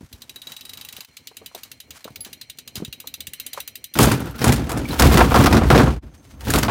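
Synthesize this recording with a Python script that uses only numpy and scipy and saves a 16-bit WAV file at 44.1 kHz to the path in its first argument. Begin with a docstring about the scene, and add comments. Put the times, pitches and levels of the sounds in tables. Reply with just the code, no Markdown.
"""First a quick metallic ticking: a small steel bicycle is carried with its rear wheel spinning.
Each hub tick is a short noise burst with decaying tones; hands and shoes bump (low tones) and scuff (noise).
Then the bicycle is dragged over a hollow sheet-metal cargo floor: grainy noise shakes resonant panels,
so they boom and rattle, and separate knocks crack and ring. Quiet air lies underneath.
The level dips briefly twice, and the microphone limits the peaks."""
import sys
import numpy as np
from scipy import signal
from scipy.fft import rfft, irfft
from scipy.io import wavfile
from scipy.ndimage import uniform_filter1d, minimum_filter1d

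SR = 44100
rng = np.random.default_rng(int(sys.argv[2]) if len(sys.argv) > 2 else 0)


def inscribe(sig):
    """Save sig as 16-bit PCM at rate SR to the path in sys.argv[1].

    A 1-D sig is mono; a 2-D sig holds one channel per row.
    Samples are clipped to [-1, 1] before scaling.
    """
    pcm = np.round(np.clip(np.atleast_2d(sig).T, -1, 1) * 32767)
    wavfile.write(sys.argv[1], SR, pcm.astype(np.int16))


N = 295778  # length in samples

# How the ticks change as the wheel swings about:
# (t/s, tick level/dB, treble level/dB added, shell ring level/dB added)
WHEEL_SWING = [(0.1, -23.5, -6, -17), (.45, -22.5, -11, -5), (.65, -20.5, -9, -11), (1.1, -20, -10.5, -20),
               (1.5, -19.5, -5, -16), (2, -19.5, -11.5, -22.5), (2.9, -18, -10, -15), (3.3, -15.5, -3, -23),
               (3.95, -15.5, 0, -19), (4.15, -22.5, 2, -22), (4.4, -31, -3, -30)]
# Clicks off the beat: (t/s, level/dB)
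STRAY_CLICKS = [(2.105, -40), (2.206, -28.5), (2.5736, -38), (2.7558, -14), (2.879, -35)]
# Tone colour of the pawl's snap: (f/Hz, level/dB)
SNAP_COLOUR = [(350, -58), (600, -27), (1870, -11), (3900, -0.5), (5590, -11.5), (6610, -9.5), (10300, 0.5),
               (15200, -1.5), (16500, -28)]
# Tone colour of the wheel singing on after a tick: (f/Hz, level/dB)
WHEEL_COLOUR = [(900, -42), (1650, -9), (2300, 4.5), (2800, 4), (3700, -4), (5200, 1), (7300, -21),
                (10800, -41), (16500, -32)]
# Tones of hub, spokes and frame tubes: (f/Hz, level/dB, t60/s)
HUB_TONES = [(1970, -20, 0.013), (2280, -43, 0.06), (2865, -39, 0.13), (2834, -16.5, 0.039),
             (5920, -19, 0.057), (6400, -23.5, 0.063), (6890, -10, 0.011), (8480, -24.5, 0.065),
             (11300, -36, 0.033), (11400, -26.5, 0.069), (11800, -23, 0.041), (13200, -20, 0.048),
             (15000, -10, 0.027)]
# Long tones of the hub shell: (f/Hz, level/dB, t60/s)
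SHELL_TONES = [(3863, -4.5, 0.11), (3896, -11, 0.06)]
# Long tones of the spokes: (f/Hz, level/dB, t60/s)
SPOKE_RING_TONES = [(2703, -24, 0.052), (3054, -29.5, 0.15), (3450, -22.5, 0.039), (4104, -24, 0.063),
                    (4837, -16, 0.025)]
TICK_SPREAD_DB, RING_SPREAD_DB = 1.1, 3  # chance differences from tick to tick


def hub():
    """Each pawl snaps over a tooth: a short bright burst, the wheel's faint tail, and ringing steel."""
    out, t = np.zeros(N), np.arange(8192) / SR
    bands = np.geomspace(1500, 16000, num=12)
    at, level, treble, ring = np.transpose(WHEEL_SWING)
    ticks = [(s, np.interp(s, at, level) + TICK_SPREAD_DB * rng.standard_normal()) for s in tick_times()]
    for s, db in ticks + STRAY_CLICKS:
        treble_db = np.interp(s, at, treble)
        colour = [(f, d + treble_db * (f > 7000)) for f, d in SNAP_COLOUR]
        snap = coloured(rng.standard_normal(len(t)), colour)
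        # every tick gets its own slight colour
        snap = coloured(snap, np.c_[bands, 2.5 * rng.standard_normal(len(bands))])
        burst = gain_of(-6) * fading(t, 0.02, 0.0019) + gain_of(-19.5) * fading(t, 0.091, 0.0066)
        tail = coloured(rng.standard_normal(len(t)), WHEEL_COLOUR) * fading(t, 0.18, 0.0045)
        shell = gain_of(np.interp(s, at, ring)) * ringing(t, SHELL_TONES, RING_SPREAD_DB)
        spoke_ring = ringing(t, SPOKE_RING_TONES, RING_SPREAD_DB)
        steel = gain_of(-4.5) * ringing(t, HUB_TONES, 3.2)
        tick = snap * burst + gain_of(-34.5) * tail + shell + spoke_ring + steel
        add(out, s - .001, gain_of(db) * tick)
    return out


# Wheel speed: (t/s, teeth per second)
WHEEL_SPEED = [(0.0, 5.96), (0.3, 14.51), (0.54, 21.83), (0.83, 26.77), (1.05, 23.85), (1.07, 4.91),
               (1.2, 9.69), (1.55, 11.6), (1.72, 12.37), (2.01, 6.4), (2.25, 12.36), (2.69, 10.94),
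               (3.19, 15.5), (3.44, 15.4), (3.73, 12.61), (3.95, 9.44), (4.11, 17.9), (4.4, 20.05)]


def tick_times():
    """A pawl drops each time the wheel has turned one more tooth."""
    s, per_s = np.transpose(WHEEL_SPEED)
    t = np.arange(0, s[-1], 1 / SR)
    teeth = np.cumsum(np.interp(t, s, per_s)) / SR
    return np.interp(np.arange(1, teeth[-1]), teeth, t)


# When a small loose steel part pings: (t/s, level/dB)
PING_EVENT = (2.207, -25)
# Its tones: (f/Hz, level/dB, t60/s)
PING_TONES = [(4800, -9, .07), (11130, 0, .1), (14970, -14, .12)]


def ping():
    """A small loose steel part is struck once and its tones die away."""
    out, t = np.zeros(N), np.arange(8192) / SR
    s, db = PING_EVENT
    add(out, s, gain_of(db) * ringing(t, PING_TONES, 0))
    return out


# Strength of the rim's sound: (t/s, level/dB)
RIM_LEVEL = [(1.08, -62), (1.6, -59), (1.9, -63), (2.36, -58), (2.6, -60), (3.3, -58), (3.41, -51),
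             (3.6, -52), (3.72, -58), (3.95, -59)]
# Resonances of the rim: (f/Hz, width/Hz, level/dB)
RIM_RESONANCES = [(4150, 30, 0), (2250, 350, -9), (2780, 30, -9), (3090, 30, -11), (5850, 40, -9),
                  (6900, 20, -15), (8150, 20, -12)]


def rim():
    """The rim sings faintly: steady noise excites its resonances."""
    return level_curve(RIM_LEVEL) * panels(rng.standard_normal(N), RIM_RESONANCES)


# Dull bumps of hands, shoes and tyre: (t/s, level/dB, f/Hz)
BUMP_EVENTS = [(.008, -33, 193), (0.029, -31, 110), (0.134, -38, 79), (0.362, -46.5, 340),
               (0.468, -43.5, 330), (0.507, -41, 101), (0.984, -42, 318), (1.313, -45, 704),
               (1.415, -34.5, 415), (1.513, -46, 880), (1.547, -31, 562), (1.561, -37, 548),
               (1.874, -50, 300), (2.053, -30, 397), (2.077, -32.5, 890), (2.102, -38, 199),
               (2.264, -41, 320), (2.289, -46, 327), (2.584, -44, 290), (2.756, -28.5, 202),
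               (2.775, -31, 70.6), (2.8, -29.5, 252), (2.822, -22.5, 228), (2.88, -32.5, 89),
               (3.041, -39.5, 720), (3.279, -41, 107), (3.544, -40.5, 604), (3.575, -21.5, 786)]
BUMP_T60_S, BUMP_SLOPE = 0.062, 0.19  # t60 at 400 Hz; lower bumps ring longer
BUMP_SAG, BUMP_SAG_S = 0.584, 0.0059  # a bump starts this share higher and sags to its pitch


def bumps():
    """Soft bumps: each is a short ring, sagging in pitch, with a puff of noise."""
    out, t = np.zeros(N), np.arange(8192) / SR
    for s, db, hz in BUMP_EVENTS:
        t60 = BUMP_T60_S * (400 / hz) ** BUMP_SLOPE
        puff_colour = [(hz / 4, -40), (hz / 1.65, 0), (hz * 1.27, -4), (hz * 6, -30), (16000, -60)]
        puff = coloured(rng.standard_normal(len(t)), puff_colour)
        sagging_t = t + BUMP_SAG * BUMP_SAG_S * (1 - np.exp(-t / BUMP_SAG_S))
        tone = np.sin(2 * np.pi * hz * sagging_t)
        add(out, s, gain_of(db) * fading(t, t60, 0.00068) * (0.6 * tone + 0.72 * puff))
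    return out


# Scuffs of shoes and hands on the frame, timed at their loudest: (t/s, level/dB)
SCUFF_EVENTS = [(0, -58), (.5, -45.5), (.8, -50), (.97, -49.5), (1.58, -44.5), (1.66, -51), (1.972, -42),
                (2.01, -61), (2.08, -52.5), (2.269, -45), (2.778, -41), (3.06, -55), (3.578, -40),
                (6.151, -51), (6.25, -54.5), (6.31, -49.5)]
# Steady rubbing under the scuffs: (t/s, level/dB)
RUBBING_LEVEL = [(0, -60), (1.04, -52), (1.1, -62), (2.6, -72)]
# Tone colour of both: (f/Hz, level/dB)
SCUFF_COLOUR = [(240, -57), (400, -15), (831, -3), (2430, -4.5), (2630, -6.5), (5910, -7.5), (15300, -16),
                (16500, -37)]
SCUFF_RISE, SCUFF_FALL = 580, 360  # dB per s


def scuffs():
    """Rough surfaces catch and slip: grainy noise swells up and dies away."""
    rub = swells(*np.transpose(SCUFF_EVENTS), SCUFF_RISE, SCUFF_FALL) + level_curve(RUBBING_LEVEL)
    return rub * coloured(grainy(500, 3, .004), SCUFF_COLOUR)


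# Shoves over the floor, timed at their loudest:
# (t/s, deep boom level/dB, thudding level/dB, scraping hiss level/dB)
SHOVE_EVENTS = [(3.969, -34, -18.5, -53), (4.021, -19, -7.5, -16.5), (4.26, -38, -27.5, -55),
                (4.41, -34, -19, -51), (4.468, -19, -10, -27.5), (4.64, -31, -24, -48),
                (4.738, -28, -18, -58), (4.902, -30, -26.5, -33.5), (5.018, -8, -9, -23.5),
                (5.131, -13.5, -11.5, -22.5), (5.222, -20.5, -15.5, -28), (5.36, -22, -17, -23),
                (5.4, -10, -7, -28.5), (5.51, -18, -13.5, -60), (5.58, -10.5, -14, -53),
                (5.715, -19, -10.5, -33), (5.749, -22, -7.5, -67), (5.808, -13, -42, -63.5),
                (6.06, -54, -48, -70), (6.2, -41, -38.5, -70), (6.34, -31, -39, -63),
                (6.478, -22, -17.5, -33.5), (6.558, -21, -15, -23.5), (6.71, -22, -7, -59)]
# Gain of the dragging sounds: silent before the floor is touched, quieter in the pause: (t/s, level/dB)
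DRAGGING_LEVEL = [(3.953, -60), (3.958, 0), (5.92, 0), (6.0, -9), (6.37, -9), (6.42, 0), (6.8, 0)]
# Deepest resonances of the floor panels: (f/Hz, width/Hz, level/dB)
DEEP_PANELS = [(60.8, 18.7, -2), (77.5, 7.7, -7)]
# Low panel resonances: (f/Hz, width/Hz, level/dB)
BOOM_PANELS = [(123, 12, -4), (139.3, 36.6, -1.5), (178.5, 30, -9.5), (222.4, 16.7, 0.5), (271.5, 14, -4.5)]
# Higher panel resonances: (f/Hz, width/Hz, level/dB)
CLATTER_PANELS = [(370, 74, -4.5), (484, 112, 4), (615, 180, -4.5), (733, 110, 4.5), (912, 120, 4.5),
                  (1076, 170, 2.5), (1233, 12, -8), (1321, 100, -2.5), (1680, 40, -40), (2402, 49, -8)]
# Tone colour of the scraping: (f/Hz, level/dB)
SCRAPE_COLOUR = [(900, -30), (1500, -2), (3000, -0.5), (8000, -9), (16000, -8.5)]
# Resonances of the rattling chain: (f/Hz, width/Hz, level/dB)
CHAIN_RESONANCES = [(1390, 150, 15), (2350, 280, -14.5), (3930, 400, -19)]
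BOOM_RISE, BOOM_FALL, THUD_RISE, THUD_FALL = 550, 77, 800, 98.7  # dB per s
HISS_RISE, HISS_FALL, SLIDE_FALL, CHAIN_FALL = 240, 170, 17, 30  # dB per s
CLATTER_DB = -16.5  # clatter relative to the boom
SLIDE_DB, CHAIN_DB = -38, -20.5  # soft trailing hiss and chain, relative to the hiss


def cargo_floor():
    """Dragging shakes the floor panels and scrapes them; knocks crack and leave them clattering."""
    at, boom_db, thud_db, hiss_db = np.transpose(SHOVE_EVENTS)
    knocking, blows = knocks()

    deep = swells(at, boom_db, BOOM_RISE, BOOM_FALL)
    deep_shake = deep * panels(panels(grainy(66, 0.49, 0.036), DEEP_PANELS), DEEP_PANELS)
    thud = swells(at, thud_db, THUD_RISE, THUD_FALL)
    thud_shake = thud * panels(grainy(64, 0.62, 0.0098), BOOM_PANELS)

    clatter = swells(at, boom_db + CLATTER_DB, THUD_RISE, THUD_FALL)
    chatter_colour = [(200, 13.5), (400, 0.5), (2000, -5.5), (5000, -12.5)]
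    chatter = coloured(grainy(170, 4.05, 0.0084), chatter_colour)
    rattle = (clatter + gain_of(-5) * blows) * panels(chatter, CLATTER_PANELS)

    hiss = swells(at, hiss_db, HISS_RISE, HISS_FALL)
    hiss = hiss + swells(at, hiss_db + SLIDE_DB, HISS_RISE, SLIDE_FALL)  # trails off softly
    scrape = hiss * coloured(grainy(700, 5, .003), SCRAPE_COLOUR)

    # the chain rattles on after each shove
    chain = swells(at, hiss_db + CHAIN_DB, HISS_RISE, CHAIN_FALL)
    chain = chain * panels(grainy(300, 3, .004), CHAIN_RESONANCES)

    dragged = deep_shake + thud_shake + rattle + scrape + chain
    return dragged * level_curve(DRAGGING_LEVEL) + knocking


# Knocks against the floor:
# (t/s, crack level/dB, clatter level/dB added to it, treble level/dB added to it)
KNOCK_EVENTS = [(3.954, -19, -0.5, -22), (3.988, 0, -3.5, -1.5), (4.0286, -6.5, -5, 6),
                (4.115, -13.5, -5.5, -5), (4.39, -21.5, -2, -15), (4.4154, -15.5, -9, -19),
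                (4.4418, -11.5, 1.5, 3), (4.4746, -10.5, -33, -5), (4.5222, -9, -21, -4.5),
                (4.5606, -21, -31, -9), (4.6933, -18.5, -4, -4.5), (4.7172, -25.5, 8, 0),
                (4.7744, -21, -32, -5), (4.929, -20, -1, -14), (4.995, -1.5, 0, -5),
                (5.021, 0.5, -4.5, -12), (5.059, -23, -18, -9), (5.1136, -24, 12, -24),
                (5.172, -0.5, 0, -15), (5.2047, -13, 9, -18), (5.309, -25.5, 10.5, -26),
                (5.3422, -5.5, 4, -14), (5.3596, -11, 7, -13), (5.436, -8.5, -16, -12),
                (5.4596, -3, 3, -19), (5.5264, -8.5, 2.5, -19), (5.5682, -13.5, 3, -28),
                (5.7024, -9, 7.5, -17), (5.7481, -12.5, 2, -28), (5.7771, -7.5, 7, -38),
                (5.881, -48, -1.5, -19), (6.408, -29, -6, -7), (6.5032, -15, -10.5, -2),
                (6.5371, -10, 2.5, -3), (6.585, -20, -29, 4), (6.6299, -9.5, -4, -19),
                (6.6825, -25.5, 16, -29), (6.695, -23, 11, -31)]
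# Tone colour of a crack's body: (f/Hz, level/dB)
CRACK_COLOUR = [(900, -29), (1400, 0), (3000, -8), (5500, -6.5), (7000, -19.5)]
# Tone colour of a crack's treble: (f/Hz, level/dB)
EDGE_COLOUR = [(5000, -34), (6500, 11), (11000, 8.5), (16000, -2)]
KNOCK_T60_S, JANGLE_T60_S = 0.11, 0.2  # the crack's slower part; the clatter after a knock
THUMP_DB, THUMP_T60_S = -16, 0.053  # each knock also strikes the low panels


def knocks():
    """Each knock gives a noisy crack, a falling chirp and panel rings; also returns the clatter's gain."""
    cracks, edges, blows, rings = np.zeros((4, N))
    t = np.arange(8192) / SR
    struck = [(hz, db, 2.2 / width) for hz, width, db in CLATTER_PANELS]
    thumped = [(hz, db, THUMP_T60_S) for hz, _, db in BOOM_PANELS]
    # bending waves in sheet metal carry the treble fastest: a falling chirp opens each knock
    chirp_hz = 700 + 4500 * np.exp(-t / 0.00155)
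    chirp = fading(t, 0.012, 0.00066) * np.sin(2 * np.pi * np.cumsum(chirp_hz) / SR)
    fall = fading(t, .022, .0003) + gain_of(-6) * fading(t, KNOCK_T60_S, .002)
    jangle = fading(t, JANGLE_T60_S, 0.0017)
    for s, db, clatter_db, treble_db in KNOCK_EVENTS:
        ring_db = db + clatter_db
        add(cracks, s, gain_of(db) * fall)
        add(edges, s, gain_of(db + treble_db) * fall)
        add(blows, s, gain_of(ring_db) * jangle)
        add(rings, s, gain_of(ring_db - 12) * (ringing(t, struck, 4) + 3 * chirp))
        add(rings, s, gain_of(ring_db + THUMP_DB) * ringing(t, thumped, 2.1))
    grit = grainy(600, 2, .0015)
    cracking = cracks * coloured(grit, CRACK_COLOUR) + edges * coloured(grit, EDGE_COLOUR)
    return rings + gain_of(-7.0) * cracking, blows


# Tinkling of small metal parts: (t/s, level/dB, f/Hz)
TINKLE_EVENTS = [(4.854, -26.5, 2300), (4.909, -24.5, 4000), (5.315, -22, 2340), (5.88, -41, 6300)]


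def tinkles():
    """Small metal parts tinkle: two close tones that die away quickly."""
    out, t = np.zeros(N), np.arange(8192) / SR
    for s, db, hz in TINKLE_EVENTS:
        add(out, s, gain_of(db) * ringing(t, [(hz, 0, .05), (1.03 * hz, -4, .04)], 0))
    return out


# Spokes ring on faintly in the pause: (t/s, level/dB)
SPOKE_LEVEL = [(6.02, -85), (6.14, -72), (6.2, -61), (6.27, -74.5), (6.31, -59), (6.4, -83)]
# Their tones: (f/Hz, level/dB)
SPOKE_PITCHES = [(6300, -1.5), (8550, -9)]


def spokes():
    """Two thin, wavering high tones: noise through very narrow resonances."""
    resonances = [(hz, 14, db) for hz, db in SPOKE_PITCHES]
    return level_curve(SPOKE_LEVEL) * panels(rng.standard_normal(N), resonances)


# Tone colour of the air: (f/Hz, level/dB)
AIR_COLOUR = [(30, -43), (60, -0.5), (110, 0.5), (200, -7), (260, 0), (330, -9), (600, -13), (1600, -31),
              (2500, -39), (4000, -52), (16000, -33)]


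def air():
    """Quiet air: uneven noise, mostly low."""
    return gain_of(-56.5) * coloured(grainy(40, 3, .02), AIR_COLOUR)


def gain_of(db):
    """Decibels to amplitude."""
    return 10 ** (np.asarray(db) / 20)


def evened(x):
    """Scales to an average strength (rms) of 1."""
    return x / np.sqrt(np.mean(x ** 2) + 1e-20)


def level_curve(rows):
    """Gain over time from (t/s, level/dB) rows; practically silent outside them."""
    s, db = np.transpose(rows)
    return gain_of(np.interp(np.arange(N) / SR, s, db, -150, -150))


def add(mix, s, sound):
    """Mixes a sound in at s seconds."""
    part = mix[round(s * SR):][:len(sound)]
    part += sound[:len(part)]


def coloured(x, points):
    """Shapes the spectrum of x by (f/Hz, level/dB) points, then scales to rms 1."""
    f, db = np.transpose(points)
    hz = np.fft.rfftfreq(len(x), 1 / SR)
    shape = gain_of(np.interp(np.log(hz + 1), np.log(f + 1), db))
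    return evened(irfft(rfft(x) * shape, len(x)))


def panels(x, modes):
    """A bank of two-pole resonances, each swinging at its own pitch; scaled to rms 1."""
    out = np.zeros(len(x))
    for hz, width, db in modes:
        out += gain_of(db) * signal.lfilter(*signal.iirpeak(hz, hz / width, SR), x)
    return evened(out)


def grainy(per_s, spread_db, grain_s):
    """Noise in bursts of very unequal size, as loose parts chatter."""
    starts = rng.random(N) < per_s / SR
    size = gain_of(spread_db * np.minimum(rng.exponential(1, N), 4)) * starts
    fall = np.exp(-1 / (grain_s * SR))
    power = signal.lfilter([1], [1, -fall], size ** 2) + 0.13  # a little noise remains between bursts
    return evened(np.sqrt(power) * rng.standard_normal(N))


def fading(t, t60, rise_s):
    """Quick rise, then a fall of 60 dB in t60 seconds."""
    return (1 - np.exp(-t / rise_s)) * gain_of(-60 * t / t60)


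def ringing(t, modes, spread_db):
    """Decaying tones; each blow lands elsewhere, so their strengths and pitches vary."""
    hz, db, t60 = np.transpose(modes)[:, :, None]
    chance = rng.standard_normal((2, len(hz), 1))
    strength = gain_of(db + spread_db * chance[0])
    pitch = hz * (1 + 0.0058 * chance[1])
    return (strength * fading(t, t60, .0007) * np.sin(2 * np.pi * pitch * t)).sum(0)


def swells(times, dbs, rise, fall):
    """Gain of overlapping swells that climb to their peak and sink again at steady dB per second."""
    grid = np.arange(0, N + 64, 64)  # worked out every 64 samples, then joined by lines
    after = grid / SR - np.array(times)[:, None]
    power = gain_of(np.array(dbs)[:, None] + np.minimum(rise * after, -fall * after)) ** 2
    return np.interp(np.arange(N), grid, np.sqrt(power.sum(0)))


def scene():
    """All sources, from the ticking wheel to the quiet air."""
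    bicycle = hub() + ping() + rim()
    handling = bumps() + scuffs()
    floor = cargo_floor() + tinkles()
    return (bicycle + handling + floor + spokes() + air())[None]


# All sound dips briefly: (t/s, level/dB at the deepest point)
LEVEL_DIPS = [(1.064, -17), (6.007, -34)]
DIP_S = .026  # half the length of a dip
EDGE_HZ = 16200  # upper band limit


def record(dry):
    """Brief dips, the microphone's bass roll-off, a fast peak limiter, then the band limit."""
    t = np.arange(N) / SR
    dip_db = sum(db * np.maximum(1 - abs(t - s) / DIP_S, 0) for s, db in LEVEL_DIPS)
    dipped = dry * gain_of(dip_db)
    thin = signal.sosfilt(signal.butter(4, 47, "highpass", fs=SR, output="sos"), dipped)
    allowed = np.minimum(1, .95 / (abs(thin) + 1e-9))
    # hold the lowest allowed gain over 10 ms, then smooth it over 5 ms
    limited = thin * uniform_filter1d(minimum_filter1d(allowed, size=441), size=221)
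    band_limit = signal.firwin(511, EDGE_HZ, window=("kaiser", 9), fs=SR)
    return signal.oaconvolve(limited, band_limit[None], "same")


dry = scene()
out = record(dry)
inscribe(out)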